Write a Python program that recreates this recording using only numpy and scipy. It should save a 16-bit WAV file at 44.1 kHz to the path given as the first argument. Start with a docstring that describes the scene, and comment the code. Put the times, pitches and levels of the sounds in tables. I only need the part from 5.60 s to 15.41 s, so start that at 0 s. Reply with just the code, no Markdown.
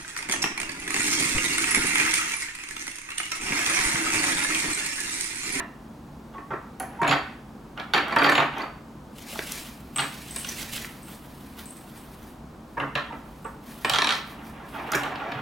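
"""Plastic parts on a wooden table

Small plastic camera-mount parts are gathered and put down to one side in a bare room. They knock,
tumble and scrape, driving the resonances of the tabletop. Steel bolts and a nut ping in their own modes,
a nylon pouch rustles from hand to hand by friction, and at the end a part is pushed across the wood.
Ventilation hums under it all."""
import sys
import numpy as np
from scipy import signal
from scipy.fft import rfft, irfft, next_fast_len
from scipy.io import wavfile
from scipy.ndimage import uniform_filter1d

SR = 44100
rng = np.random.default_rng(int(sys.argv[2]) if len(sys.argv) > 2 else 0)


def master(y):
    """Save y as 16-bit WAV."""
    cut = np.clip(np.atleast_2d(y).T, -1, 1)
    pcm = np.round(cut * 32767)  # scale
    wavfile.write(sys.argv[1], SR, pcm.astype(np.int16))


N = 432621


def impacts():
    """Impact and rebound: parts land on the wood, then rattle on their corners as they tumble."""
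    # Each row: start in seconds, level in dB, hardness from 0 to 1.
    landings = [(.001, -34, 0.45), (0.78, -45, 0.2), (.905, -36, 0), (.916, -36.5, 0), (.935, -36.5, 0),
                (1.199, -35.5, 0.18), (1.225, -44, 0.3), (1.4157, -26, 0.18), (1.43, -27, 0.48),
                (1.445, -29, 0.4), (1.4766, -23, 0.57), (1.494, -33, 0.88), (1.511, -25, 0.66),
                (1.526, -25, 0.59), (2.176, -41.5, 0.67), (2.198, -38, 0.73), (2.336, -24.5, 0.73),
                (2.344, -22, .6), (2.361, -31, 0.73), (2.3794, -25, 0.65), (2.5239, -29.5, .5),
                (2.5624, -18, 0.43), (2.591, -25, 0.5), (2.6174, -20, .5), (2.643, -22.5, 0.64),
                (2.663, -21, 0.5), (2.691, -24, 0.64), (2.7203, -23.5, 0.62), (2.752, -24.5, 0.77),
                (2.778, -19.5, 0.53), (2.8, -26.5, 0.6), (2.82, -26, .3), (2.982, -48, .65),
                (4.3599, -35, 0.6), (4.3834, -33, .8), (4.3923, -30.5, 0.79), (4.399, -34, 0.82),
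                (4.763, -45, 0.89), (4.846, -42.5, 0.87), (7.17, -36, 0), (7.176, -31, 0.05),
                (7.199, -29, 0.48), (7.23, -34, 0), (7.3533, -25, 0.65), (7.376, -34.5, 0.62),
                (7.523, -39, 0.2), (7.656, -51, 0), (7.846, -37, 0.03), (8.2466, -25, 0.68),
                (9.3184, -32, 0.38), (9.333, -29.5, 0.64), (9.3465, -24.5, 0.48), (9.434, -38.5, 0.77),
                (9.556, -43, 0.82), (9.719, -37, 0.72)]
    # Each row: start in seconds, length in seconds, mean level of a contact in dB.
    tumbles = [(1.449, .09, -33.5), (2.342, .04, -33.5), (2.479, .06, -41.5), (2.63, .1, -32),
               (2.796, 0.031, -34.5), (2.917, .1, -45), (4.401, .045, -39.5), (9.347, .05, -41.5)]
    out = np.zeros(N)
    for start, db, hardness in landings:
        add(out, start, amp(db) * blow(hardness))
    for start, length, db in tumbles:
        corners = [blow(hardness=0.59) for _ in range(6)]
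        for k, (at, chance_db) in enumerate(touches(start, length, per_s=80, spread_db=3)):
            add(out, at, amp(db + chance_db) * corners[k % len(corners)])
    return out


def blow(hardness, knock_width=1.843):
    """Contact time sets bandwidth: a hard blow is brief and bright, a soft one longer and lower."""
    # The softest and hardest blow. Each: knock pitch in Hz, then thud, clack and tick gains in dB.
    softest = (887, -1.5, -31.5, -38)
    hardest = (1490, -8, 9, -9.5)
    # Thud, clack and tick before softening. Each row: low and high edge in Hz, level in dB, T60 in seconds.
    bands = [(127, 660, -4, 0.094), (2575, 4290, 1, 0.023), (5000, 14600, -4.5, 0.0067)]
    knock_hz, thud_db, clack_db, tick_db = softest + hardness * np.subtract(hardest, softest)
    softness = np.clip(-clack_db / 25, 0, 1)
    stretch, dulling = 1 + softness, 1 - 0.2 * softness
    snap = 3.7 * (1 - softness)
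    sound = burst(knock_hz / knock_width, knock_hz * knock_width, 0.039 * stretch, snap)
    for (lo, hi, band_db, t60), gain_db in zip(bands, (thud_db, clack_db, tick_db)):
        sound += amp(band_db + gain_db) * burst(lo, hi * dulling, t60 * stretch, snap)
    return sound


def tabletop(force):
    """Forced vibration: the board passes the force on and rings at its resonances."""
    # Each row: frequency in Hz, bandwidth in Hz, gain over the broad response in dB.
    resonances = [(135.3, 10.6, 10), (424, 240, 2.5), (290, 28, 9.5), (524, 23, 3.5), (770, 20, 3),
                  (911, 22, 4.5), (1180, 48, 4), (1338, 11, 6.5), (1440, 47, 3.5), (1670, 25, 2.5),
                  (1764, 12, 4.5), (1914, 100, 1), (2820, 30, 4.5), (2440, 670, 2.5), (3250, 44, 4.5),
                  (3990, 200, -4), (4360, 90, -1), (5800, 450, 4), (7000, 490, 2)]
    out = force.copy()
    for hz, width, db in resonances:
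        out += (amp(db) - 1) * signal.lfilter(*signal.iirpeak(hz, hz / width, fs=SR), force)
    return out


def bolts():
    """Free vibration: struck steel bolts ring in high, inharmonic modes."""
    # Each row: frequency in Hz, level in dB, T60 in seconds.
    modes = [(4555, -2, 0.063), (4512, -18, 0.41), (4800, -43, 0.04), (6500, -31, 0.042),
             (6720, -14, 0.094), (7000, -10, 0.14), (7800, -20, 0.13), (9860, -16, 0.045),
             (10130, 1, 0.017), (10840, -3, 0.035), (12300, -7, .025), (13000, -10, .05)]
    # Each row: start in seconds, level in dB, favoured frequency in Hz.
    strikes = [(1.199, -28, 10600), (1.417, -36, 8260), (1.477, -22.5, 7000), (1.496, -27, 4460),
               (1.511, -24, 4600), (2.337, -18, 5000), (2.524, -35, 4500), (2.586, -22, 4530),
               (2.643, -17.5, 4440), (2.721, -29, 7240), (2.753, -29, 6760), (3.018, -35.5, 4400)]
    return pings(strikes, modes, reach_octaves=0.28, rattle=0.55)


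def jiggling_nut(jiggle_db=-9):
    """Repeated impact: a nut loose in its knob rings when struck and again at each lighter touch."""
    # Each row: frequency in Hz, level in dB, T60 in seconds.
    modes = [(5880, -5.5, 0.02), (8140, 3, 0.02), (8240, -1.5, 0.036), (8450, 2, 0.027), (10370, 0, 0.028)]
    # Each row: start in seconds, level in dB, favoured frequency in Hz, length of the jiggle in seconds.
    jolts = [(4.36, -27, 8400, .06), (4.709, -36.5, 8340, .04), (4.761, -23, 9340, .06),
             (4.846, -24, 5500, .005), (4.889, -17, 5500, .005), (5.431, -48, 8250, .12),
             (6.057, -40.5, 8300, .05), (6.107, -35.5, 8900, .005), (6.169, -41, 9000, .02),
             (6.375, -49, 8300, .02), (7.845, -47, 8300, .03), (8.249, -36, 7860, .035)]
    strikes = []
    for start, db, hz, length in jolts:
        strikes.append((start, db, hz))
        for at, chance_db in touches(start, length, per_s=110, spread_db=2.5):
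            strikes.append((at, db + jiggle_db + chance_db, hz))
    return pings(strikes, modes, reach_octaves=0.15, rattle=1.0)


def pings(strikes, modes, reach_octaves, rattle):
    """Modal superposition: a strike favours modes near one pitch; a loose fit jitters their phase."""
    t, out = np.arange(6000) / SR, np.zeros(N)
    hz, db, t60 = np.transpose(modes)[:, :, None]
    for start, strike_db, favoured_hz in strikes:
        weight = amp(strike_db + db) / (1 + (np.log2(hz / favoured_hz) / reach_octaves) ** 2)
        shake = unit(uniform_filter1d(rng.standard_normal((len(modes), len(t))), size=120))
        ring = np.sin(2 * np.pi * hz * t + rattle * shake) * np.exp(-np.log(1000) * t / t60)
        add(out, start, (weight * ring).sum(0))
    return out


def ratchet():
    """Catch and release: each rib of a ribbed part snaps free and excites the same bands."""
    # Each row: start in seconds, level in dB.
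    ribs = [(8.2969, -26), (8.336, -27), (8.3467, -31), (8.359, -30), (8.3855, -26), (8.4199, -27),
            (8.444, -28), (8.4713, -27.5), (8.491, -29), (8.506, -29), (8.5222, -31), (8.535, -41),
            (8.552, -39)]
    # Each row: low and high edge in Hz, level in dB, T60 in seconds.
    bands = [(240, 790, -13, 0.054), (764, 2520, 0.5, 0.033), (3070, 4350, 3, 0.01), (4600, 6360, -8, .015),
             (7000, 10500, -13.5, 0.01)]
    out = np.zeros(N)
    for start, db in ribs:
        for lo, hi, band_db, t60 in bands:
            add(out, start, amp(db + band_db) * burst(lo, hi, t60, snap=4.0))
    return out


def clicks():
    """Brief contact gives high frequencies: plastic edges click past one another."""
    # Each row: start in seconds, level in dB.
    slips = [(1.199, -42), (1.477, -49), (2.482, -51), (2.561, -44), (2.633, -42), (2.697, -36),
             (2.7525, -60), (2.982, -51), (4.3602, -43), (4.384, -45), (4.762, -42), (8.296, -30.5),
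             (9.3189, -32.5), (9.351, -33.5), (9.357, -37), (9.434, -46)]
    out = np.zeros(N)
    for start, db in slips:
        add(out, start, amp(db) * burst(4000, 13800, t60=0.0082, snap=1.2))
    return out


def thumps():
    """A slow force excites low frequencies: a hand or a whole part presses on the board."""
    # Each row: start in seconds, level in dB.
    presses = [(1.418, -33), (1.478, -31), (4.385, -42), (7.198, -44), (8.297, -41), (9.346, -37),
               (9.745, -39)]
    out = np.zeros(N)
    for start, db in presses:
        add(out, start, amp(db) * burst(106, 167, t60=0.07, snap=0))
    return out


def slides(gain_db=-5.5):
    """Stick-slip friction: plastic scrapes over the grain of the wood."""
    # Each row: start in seconds, length in seconds, level in dB.
    pushes = [(.74, .05, -51), (.92, 0.036, -47), (1.28, 0.16, -51.5), (2.18, 0.021, -35), (2.22, .08, -50),
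              (2.43, 0.19, -38.5), (2.97, 0.07, -34.5), (8.68, 0.474, -49), (9.13, 0.19, -39),
              (9.41, 0.066, -34), (9.47, 0.33, -37.5)]
    # Each row: frequency in Hz, relative spectral density in dB.
    spectrum = [(100, -20), (300, -1.5), (500, -1.5), (750, 4.5), (1300, -1), (2200, -5), (3600, -12),
                (5000, -24), (9000, -45), (15000, -32)]
    pressure = strokes(pushes, rise_s=0.0067, fall_s=0.012)
    grain = friction(catches_per_s=1400, spread_db=0.5, hiss=0.93, flutter_db=2.0)
    return amp(gain_db) * pressure * colour(grain, spectrum)


def squeaks(waver=0.012):
    """Friction-driven oscillation: a hollow part judders on the wood and sings unevenly."""
    # Each row: start in seconds, length in seconds, pitch in Hz, level in dB.
    tones = [(0.744, 0.061, 1110, -43), (1.194, 0.036, 770, -40), (1.27, 0.21, 800, -54),
             (1.38, 0.099, 934, -30.5), (7.166, 0.023, 939, -32.5), (7.499, 0.024, 920, -37),
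             (7.843, 0.022, 893, -35)]
    out = np.zeros(N)
    for start, length, hz, db in tones:
        judder = unit(uniform_filter1d(rng.standard_normal(4 * SR // 10), size=200))
        pitch = hz * (1 + waver * judder[:round(length * SR)])
        tone = np.sin(2 * np.pi * np.cumsum(pitch) / SR)
        add(out, start, amp(db) * tone * signal.windows.tukey(len(tone), .6))
    return out


def pouch(rub_db=1.5, brush_db=2, snap_width=1.54):
    """Friction and buckling: nylon threads catch on one another, and now and then a crease snaps."""
    # Each row: start in seconds, length in seconds, level in dB, left over right in dB.
    rubs = [(3.582, 0.043, -49, 2), (3.691, .33, -42, 0.5), (4.41, 0.31, -47.5, -1), (4.758, 0.056, -45, 0),
            (4.873, 0.03, -39, -1), (4.982, 0.039, -37, -3.5), (5.136, 0.03, -35, -3)]
    # Each row: start in seconds, length in seconds, level in dB.
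    brushes = [(4.08, .3, -60.5), (5.25, 1.46, -57.5), (5.49, 0.05, -51.5), (5.99, 0.04, -51),
               (6.17, 0.013, -63), (6.37, .02, -53.5), (7.1, 0.14, -68), (7.56, 0.38, -65),
               (8.07, 0.51, -53), (8.67, 0.053, -55), (8.84, 0.058, -55.5), (9.1, .06, -55),
               (9.2, .23, -61)]
    # Each row: start in seconds, level in dB, centre frequency in Hz.
    creases = [(3.729, -39.5, 450), (3.757, -38, 880), (3.79, -32.5, 460), (3.7919, -28, 2180),
               (3.921, -31, 7900), (5.179, -35, 2680), (5.2467, -34.5, 1880), (5.995, -50, 3100)]
    # Each row of both: frequency in Hz, relative spectral density in dB.
    rub_spectrum = [(200, 2.5), (700, -5), (1300, -4.5), (2000, 2.5), (3200, 2.5), (5000, 0), (7000, -2.5),
                    (11000, -3), (15500, -6.5)]
    brush_spectrum = [(300, -3), (1500, 4.5), (3500, 3), (7000, -4), (11000, 0.5), (15500, -1)]
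    threads = friction(catches_per_s=2400, spread_db=3.0, hiss=1.5, flutter_db=1.73)
    rubbing = []
    for side in (1, -1):  # left, right
        panned = [(start, length, db + side * lean_db / 2) for start, length, db, lean_db in rubs]
        rubbing.append(strokes(panned, rise_s=0.026, fall_s=0.052))
    brushing = strokes(brushes, rise_s=0.034, fall_s=0.033)
    middle = amp(brush_db) * brushing * colour(threads, brush_spectrum)
    for start, db, hz in creases:
        add(middle, start, amp(db) * burst(hz / snap_width, hz * snap_width, t60=0.0095, snap=5.4))
    return amp(rub_db) * np.array(rubbing) * colour(threads, rub_spectrum) + middle


def room(x, crossfade_hz=6.3, count=3):
    """Reverberation: three echo patterns cross-fade steadily, so the room sounds even, not hollow."""
    angle = 2 * np.pi * crossfade_hz * np.arange(N) / SR
    shares = [np.cos(angle + np.pi * k / count) * np.sqrt(2 / count) for k in range(count)]
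    return sum(signal.oaconvolve((x * share)[None], echo_pattern(), axes=1)[:, :N] for share in shares)


def echo_pattern():
    """Impulse response: strong early reflections, then exponential decay at each band's own rate."""
    # Each row: frequency in Hz, T60 in seconds.
    decay_times = [(150, 1), (400, 0.37), (1000, 0.52), (2800, 0.55), (7000, 0.4), (14000, 0.42)]
    # Each row: frequency in Hz, level of the tail in dB.
    tail_levels = [(150, -9), (400, -0.5), (1400, 2), (3500, -4), (7000, -4.5), (14000, -6)]
    # Reflections from the table and near walls. Each row: delay in seconds, gain on the tail in dB.
    early_gains = [(.003, 10.5), (.007, 3), (.016, 4), (.03, 5), (.045, 4.5), (.075, 2)]
    hz, t, noise = signal.stft(stereo_width(rng.standard_normal((2, SR))), SR, nperseg=256)
    decay = np.exp(-np.log(1000) * t / read(decay_times, hz)[:, None])
    energy = SR * np.mean(decay ** 2, axis=1, keepdims=True)
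    decay *= amp(read(tail_levels, hz))[:, None] / np.sqrt(energy)
    tail = signal.istft(noise * decay, SR, nperseg=256)[1][:, :SR]
    return tail * amp(np.interp(np.arange(SR) / SR, *np.transpose(early_gains)))


def ventilation(rush_db=-44.42, phase_step_rad=0.77):
    """Broadband and tonal fan noise: a low rush under tones that wander in phase."""
    # Each row: frequency in Hz, relative spectral density in dB.
    spectrum = [(12, -63), (20, -22), (60, -3.5), (93, -14), (127, -9), (172, -8), (222, -4.5),
                (328, -10.5), (377, -15), (527, -17.5), (873, -17.5), (1060, -19), (2020, -32),
                (14300, -47.5), (16000, -43)]
    # Each row: frequency in Hz, rms level in dB.
    fan_tones = [(59.2, -64), (145.3, -56.5), (226.1, -52.5)]
    out = amp(rush_db) * colour(stereo_width(rng.standard_normal((2, N))), spectrum)
    t, knots = np.arange(N) / SR, np.linspace(0, N / SR, num=200)
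    for hz, db in fan_tones:
        drift = np.interp(t, knots, np.cumsum(phase_step_rad * rng.standard_normal(len(knots))))
        out += amp(db) * np.sqrt(2) * np.sin(2 * np.pi * hz * t + drift)
    return out


def stereo_width(pair):
    """Stereo width: noise is wide in the middle frequencies and centred in the bass and high treble."""
    # Each row: frequency in Hz, left-right correlation from 0 to 1.
    correlation = [(25, 1), (60, 1), (290, 0.97), (550, 0.75), (1000, 0.82), (1500, 0.69), (3100, 0.45),
                   (7000, 0.99), (15000, 1)]
    size = next_fast_len(pair.shape[1])
    alike = read(correlation, np.fft.rfftfreq(size, 1 / SR))
    mid, side = rfft(pair, size) * np.sqrt([(1 + alike) / 2, (1 - alike) / 2])
    return irfft(np.array([mid + side, mid - side]), size)[:, :pair.shape[1]]


def burst(lo_hz, hi_hz, t60, snap, contact_s=0.0059, rise_s=0.00043):
    """Contact transient: band-passed impulse and chatter, with the energy of rms 1 over contact_s."""
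    t = np.arange(4096) / SR
    chatter = rng.standard_normal(len(t)) * np.exp(-np.log(1000) * t / t60) * (1 - np.exp(-t / rise_s))
    force = chatter + snap * (t == 0)
    hz = np.fft.rfftfreq(len(t), 1 / SR) + 1
    detuning = 1j * (hz - lo_hz * hi_hz / hz) / (hi_hz - lo_hz)
    band_pass = 1 / ((1 + detuning) * (1 + detuning + detuning ** 2))  # third order
    sound = irfft(rfft(force) * band_pass)[:len(t) // 2]
    return sound * np.sqrt(contact_s * SR / np.sum(sound ** 2))


def friction(catches_per_s, spread_db, hiss, flutter_db):
    """Shot noise: many tiny catches of uneven size over a smooth hiss, swelling in clumps."""
    catches = rng.standard_normal(N) * (rng.random(N) < catches_per_s / SR)
    catches *= amp(spread_db * np.minimum(rng.exponential(1, N), 4))
    clumps = unit(uniform_filter1d(uniform_filter1d(rng.standard_normal(N), size=500), size=400))
    return (unit(catches) + hiss * rng.standard_normal(N)) * amp(flutter_db * clumps)


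def strokes(rows, rise_s, fall_s):
    """Envelopes summed in power: each stroke swells up to its start, holds and dies away."""
    t, power = np.arange(0, N, 32) / SR, 0
    for start, length, db in rows:
        outside = np.maximum(start - t, 0) / rise_s + np.maximum(t - start - length, 0) / fall_s
        power = power + (amp(db) * np.exp(-outside)) ** 2
    return np.interp(np.arange(N) / SR, t, np.sqrt(power))


def touches(start, length, per_s, spread_db, count=32):
    """Jittered contacts of a loose part. Each row: time in seconds, level about the mean in dB."""
    delays = (np.arange(count) + rng.random(count)) / per_s
    return np.column_stack([start + delays, spread_db * rng.standard_normal(count)])[delays < length]


def colour(x, spectrum):
    """Spectral shaping of a steady sound, at rms 1."""
    size = next_fast_len(N)
    gain = amp(read(spectrum, np.fft.rfftfreq(size, 1 / SR)))
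    return unit(irfft(rfft(x, size) * gain, size)[..., :N])


def read(points, hz):
    """Interpolation on a log-frequency axis."""
    frequencies, values = np.transpose(points)
    return np.interp(np.log(hz + 1), np.log(frequencies + 1), values)


def add(mix, start_s, sound):
    """Superposition of a sound on the mix."""
    part = mix[max(round(start_s * SR), 0):][:len(sound)]
    part += sound[:len(part)]


def amp(db):
    """Decibels to amplitude ratio."""
    return 10 ** (np.asarray(db) / 20)


def unit(x):
    """Normalisation to rms 1."""
    return x / np.sqrt(np.mean(x ** 2) + 1e-20)


def scene(steel_echo_db=-1, cloth_echo_db=-5, lean_db=0.5):
    """Level and time cues place the wood slightly right, the nut left, bolts and cloth near the middle."""
    wood = tabletop(impacts() + thumps() + ratchet() + clicks() + slides()) + squeaks()
    bolt_rings = bolts()
    nut = jiggling_nut()
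    cloth = pouch()
    echoes = room(wood + amp(steel_echo_db) * (bolt_rings + nut) + amp(cloth_echo_db) * cloth.mean(0))
    to_left, to_right = amp([[lean_db], [-lean_db]]), amp([[-lean_db], [lean_db]])
    nut_pair = np.array([nut, np.roll(nut, 1)]) * to_left  # one sample later on the right
    return (wood + echoes) * to_right + bolt_rings + nut_pair + cloth + ventilation()


def record(dry, cutoff_hz=16200):
    """Band limiting: a steep low-pass filter removes the highest treble."""
    low_pass = signal.firwin(511, cutoff_hz, window=("kaiser", 9), fs=SR)
    return signal.oaconvolve(dry, low_pass[None], "same")


dry = scene()
out = record(dry)
master(out)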